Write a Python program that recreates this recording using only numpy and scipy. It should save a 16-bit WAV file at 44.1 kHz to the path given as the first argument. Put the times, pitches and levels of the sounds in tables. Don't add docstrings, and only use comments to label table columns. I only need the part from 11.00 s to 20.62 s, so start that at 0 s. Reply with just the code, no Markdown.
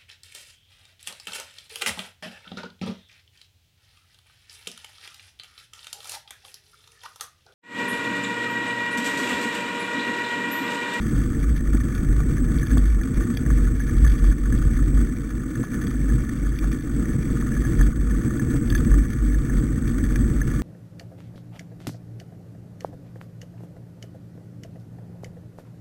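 import sys
import numpy as np
from scipy import signal
from scipy.fft import rfft, irfft, next_fast_len
from scipy.io import wavfile
from scipy.ndimage import uniform_filter1d, map_coordinates

SR = 44100
rng = np.random.default_rng(int(sys.argv[2]) if len(sys.argv) > 2 else 0)


def waveform_to_disk(signal):
    frames = np.transpose(np.atleast_2d(signal))
    scaled = np.clip(frames, -1, 1) * 32767
    samples = np.round(scaled).astype(np.int16)
    wavfile.write(sys.argv[1], SR, samples)


N = 424241

# time_s, rumble_db, rattle_db, small_bump_swing_db
RIDE_COURSE = [(0.0, -23.5, -41.5, -32), (0.5, -25.5, -44, -23), (1.5, -21.5, -43.5, -25.5),
               (1.66, -26.5, -41.5, -29), (1.75, -20.5, -44, -34), (1.93, -29, -45, -18),
               (2.14, -21, -42.5, -37), (2.8, -27, -44.5, -21), (3.05, -22.5, -42, -28),
               (3.43, -28.5, -45.5, -32), (3.55, -21, -44.5, -25), (3.76, -27, -44, -25),
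               (3.9, -23, -44.5, -29), (4.2, -26, -45.5, -28.5), (4.85, -23.5, -41.5, -37),
               (5.0, -23.5, -45, -24), (5.6, -25.5, -44, -29.5), (5.79, -26.5, -44.5, -29),
               (6.0, -21.5, -44, -34), (6.8, -22, -41.5, -28), (6.95, -26.5, -46.5, -29),
               (7.25, -22, -43, -32), (7.85, -20.5, -44, -33), (8.15, -25, -44, -25.5),
               (9.08, -23, -44, -30.5), (9.16, -20.5, -43.5, -40), (9.62, -24, -43, -19.5)]
# full_swing_s, hold_s, level_db
RUT_SWINGS = [(0.15, 0.06, -19), (0.36, 0.17, -27), (0.69, 0.13, -19.5), (1.09, 0.13, -17),
              (1.408, 0.045, -21), (1.72, 0.28, -16), (2.18, 0.033, -16), (2.5, 0.17, -14.5),
              (2.928, 0.07, -17), (3.03, 0.098, -12.5), (3.23, 0.074, -11.5), (3.4, 0.283, -20.5),
              (3.83, 0.07, -16), (3.95, 0.086, -15.5), (5.06, 0.16, -31), (5.428, 0.091, -22),
              (5.628, 0.05, -18.5), (5.948, 0.064, -21.5), (6.302, 0.14, -26.5), (6.568, 0.042, -21),
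              (6.8, 0.07, -13.5), (6.998, 0.19, -20), (7.53, 0.044, -25), (7.678, 0.16, -19),
              (7.92, 0.092, -14.5), (8.218, 0.18, -18), (8.538, 0.059, -20), (8.848, 0.037, -21),
              (8.958, 0.32, -22), (9.38, 0.046, -19.5)]
# frequency_hz, density_db (per Hz)
RUMBLE_SPECTRUM = [(10, -13), (22, -2), (34, -16.5), (60, -2.5), (100, -5.5), (128, -1), (185, -9.5),
                   (240, -3), (330, -9), (405, -26.5), (455, -18.5), (520, -29), (850, -46), (1500, -36.5),
                   (4000, -64)]
# frequency_hz, width_hz, relative_level_db
CASE_MODES = [(730, 206, -21), (1160, 75, -4), (1250, 107, -4), (1471, 99, -4), (1704, 53, -0.5),
              (1833, 123, -5), (2027, 94, -19.5), (2120, 304, -12.5), (2381, 122, -13.5),
              (2700, 190, -22.5), (3080, 310, -24), (3306, 147, -15.5), (3543, 157, -16),
              (3796, 440, -22.5)]
# start_s, main_peak_db, thud_peak_db, low_peak_db
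KNOCK_BLOWS = [(0.749, -38, -37, -37), (1.203, -44, -33, -28), (1.381, -30, -53, -40),
               (1.629, -29, -45, -42), (1.669, -36, -45, -39), (1.714, -30, -46, -37),
               (1.772, -31, -33, -26), (2.013, -28.5, -43, -49), (2.207, -40, -44, -29),
               (2.37, -31, -42, -45), (2.462, -29, -43, -33), (2.503, -29.5, -42, -26),
               (2.802, -28.5, -43, -48), (3.065, -26, -40.5, -34), (3.241, -33, -37, -32),
               (3.314, -35, -56, -38), (3.523, -27.5, -48, -38), (3.767, -32, -50, -42),
               (4.637, -39, -37, -30), (5.098, -30, -59, -37), (5.642, -32, -33, -31),
               (6.424, -35, -50, -30), (6.519, -29, -57, -44), (6.566, -33, -46, -32),
               (6.65, -32, -35, -35), (6.81, -24, -32, -29), (7.395, -27.5, -50, -34),
               (7.702, -28.5, -48, -39), (7.723, -27, -47, -32), (7.751, -20, -39, -30),
               (7.914, -30, -46, -31.5), (7.94, -29, -43, -28), (8.343, -29.5, -45, -47.5),
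               (8.496, -28.5, -41, -40), (9.158, -24.5, -39, -34), (9.415, -23, -45, -39)]
# start_s, high_peak_db, upper_peak_db
TICK_BLOWS = [(0.949, -35.5, -38), (1.585, -34, -46), (1.668, -35, -49), (1.779, -29.5, -49),
              (2.035, -41, -39), (2.371, -28, -31), (3.063, -46, -50), (3.078, -36, -50), (3.099, -35, -50),
              (3.106, -43, -50), (3.119, -36, -49), (3.242, -40, -50), (3.25, -41, -50), (3.577, -40, -48),
              (4.87, -35, -39), (5.588, -33.5, -31), (5.718, -39, -36), (6.83, -37, -48), (7.701, -26, -50),
              (7.722, -36, -47), (7.748, -30.5, -38), (7.761, -35, -53), (7.778, -35, -40),
              (7.787, -37, -50), (9.158, -34, -32)]
MODE_GROUPS = (CASE_MODES[4:7], CASE_MODES[:1], CASE_MODES[1:4], CASE_MODES[9:], CASE_MODES[7:9])

BAR_HZ, BAR_DRIFT_HZ = 48.7, 1.17
SWING_UP_S, SWING_DOWN_S = 0.025, 0.021
SMALL_SPREAD_DB = 3.5
RATTLE_FOLLOWS, RUMBLE_FOLLOWS = 0.14, 0.08
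READINGS_HZ, STEPS_PER_READING = 8000, 6
TOP_HZ = 15830


def amp(db):
    return 10 ** (np.asarray(db) / 20)


def unit(x):
    return x / np.sqrt(np.mean(x ** 2) + 1e-20)


def curves(rows):
    time_s, *columns = np.transpose(rows)
    return [np.interp(np.arange(N) / SR, time_s, column) for column in columns]


def wobble(rate_hz):
    knots = rng.standard_normal(int(N * rate_hz / SR) + 4)
    return map_coordinates(knots, [np.arange(N) * rate_hz / SR])


def filtered(x, response):
    padded = next_fast_len(N + SR // 2)
    spectrum = rfft(x, padded) * response(np.fft.rfftfreq(padded, 1 / SR))
    return irfft(spectrum, padded)[..., :N]


def ring(force, modes):
    def response(hz):
        total = 0
        for k, (mode_hz, width_hz, level_db) in enumerate(modes):
            loss = 1j * hz * width_hz
            total = total + (-1) ** k * amp(level_db) * loss / (mode_hz ** 2 - hz ** 2 + loss)
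        return total
    return filtered(force, response)


def scuffs(times_s, sizes, rise_s, fall_s):
    positions = np.clip((times_s * SR).astype(int), 0, N - 1)
    train = np.bincount(positions, sizes, N)
    t = np.arange(SR // 20) / SR
    contact = (1 - np.exp(-t / rise_s)) * np.exp(-t / fall_s)
    return signal.fftconvolve(train, contact)[:N]


def swing(small_db):
    t = np.arange(N) / SR
    size = amp(small_db + SMALL_SPREAD_DB * wobble(13))
    for full_swing_s, hold_s, level_db in RUT_SWINGS:
        rise = np.exp(-np.clip(full_swing_s - t, 0, None) / SWING_UP_S)
        fall = np.exp(-np.clip(t - full_swing_s - hold_s, 0, None) / SWING_DOWN_S)
        size = np.maximum(size, amp(level_db) * rise * fall)
    return 20 * np.log10(size)


def handlebar(level_db, pitch_hz):
    phase = 2 * np.pi * np.cumsum(pitch_hz + 2.78 * wobble(20)) / SR
    size = np.sqrt(2) * amp(level_db + 1.84 * wobble(25))
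    return size * np.sin(phase)


def rumble(level_db, bar_db):
    table_hz, table_db = np.transpose(RUMBLE_SPECTRUM)

    def spectrum(hz):
        return amp(np.interp(np.log(hz + 1), np.log(table_hz + 1), table_db))

    lumps = amp(0.4 * wobble(10) + 1.68 * wobble(40))
    noise = filtered(lumps * rng.standard_normal(N), spectrum)
    deep = filtered(noise, lambda hz: 1 / (1 + (hz / 105) ** 6))
    ruts_db = uniform_filter1d(bar_db - bar_db.mean(), SR // 2)
    deep_gain = amp(0.67 * ruts_db)
    return amp(level_db) * unit(noise + (deep_gain - 1) * deep)


def rattle(level_db):
    def contacts(count):
        draws = rng.random((count, 2))
        size_db = np.minimum(-3.2 * np.log(draws[:, 1]), 12)
        return unit(scuffs(draws[:, 0] * N / SR, amp(size_db), rise_s=0.0011, fall_s=0.0019))

    shared = 1.12 * contacts(count=1200)
    rubbing = 0.64
    sound = 0
    for modes in MODE_GROUPS:
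        own = contacts(count=1500)
        force = (rubbing + shared + own) * amp(0.69 * wobble(18))
        sound = sound + ring(force * rng.standard_normal(N), modes)
    return amp(level_db) * unit(sound)


def knocks():
    soft = blows(KNOCK_BLOWS, MODE_GROUPS[:3], rise_s=0.00088, damping=1.0)
    hard = blows(TICK_BLOWS, MODE_GROUPS[3:], rise_s=0.00077, damping=0.82)
    return soft + hard


def blows(table, groups, rise_s, damping):
    sound = np.zeros(N + SR)
    t = np.arange(SR // 12) / SR
    for start_s, *peaks_db in table:
        start = round(start_s * SR)
        for modes, peak_db in zip(groups, peaks_db):
            mode_hz, width_hz, mode_db = np.transpose(modes)[:, :, None]
            swell = (1 - np.exp(-t / rise_s)) * np.exp(-np.pi * damping * width_hz * t)
            strength = amp(mode_db + 2.0 * rng.standard_normal(mode_hz.shape))
            turn = rng.random(mode_hz.shape)
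            wave = np.sum(strength * swell * np.sin(2 * np.pi * (mode_hz * t + turn)), 0)
            sound[start:start + len(t)] += amp(peak_db) * wave / abs(wave).max()
    return sound[:N]


def scene():
    rumble_db, rattle_db, small_db = curves(RIDE_COURSE)
    bar_db = swing(small_db)
    bar_hz = BAR_HZ + BAR_DRIFT_HZ * wobble(8)
    shake_db = bar_db - bar_db.mean()
    hum = handlebar(bar_db, bar_hz)
    tyres_and_wind = rumble(rumble_db + RUMBLE_FOLLOWS * shake_db, bar_db)
    loose_parts = rattle(rattle_db + RATTLE_FOLLOWS * shake_db)
    return (hum + tyres_and_wind + loose_parts + knocks())[None]


def record(dry):
    readings = signal.resample_poly(dry, READINGS_HZ, SR, axis=1)
    steps = np.repeat(readings, STEPS_PER_READING, axis=1)
    held = signal.resample_poly(steps, SR, STEPS_PER_READING * READINGS_HZ, axis=1)[:, :N]
    held = np.pad(held, ((0, 0), (0, N - held.shape[1])))
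    return filtered(held, lambda hz: hz < TOP_HZ)


dry = scene()
out = record(dry)
waveform_to_disk(out)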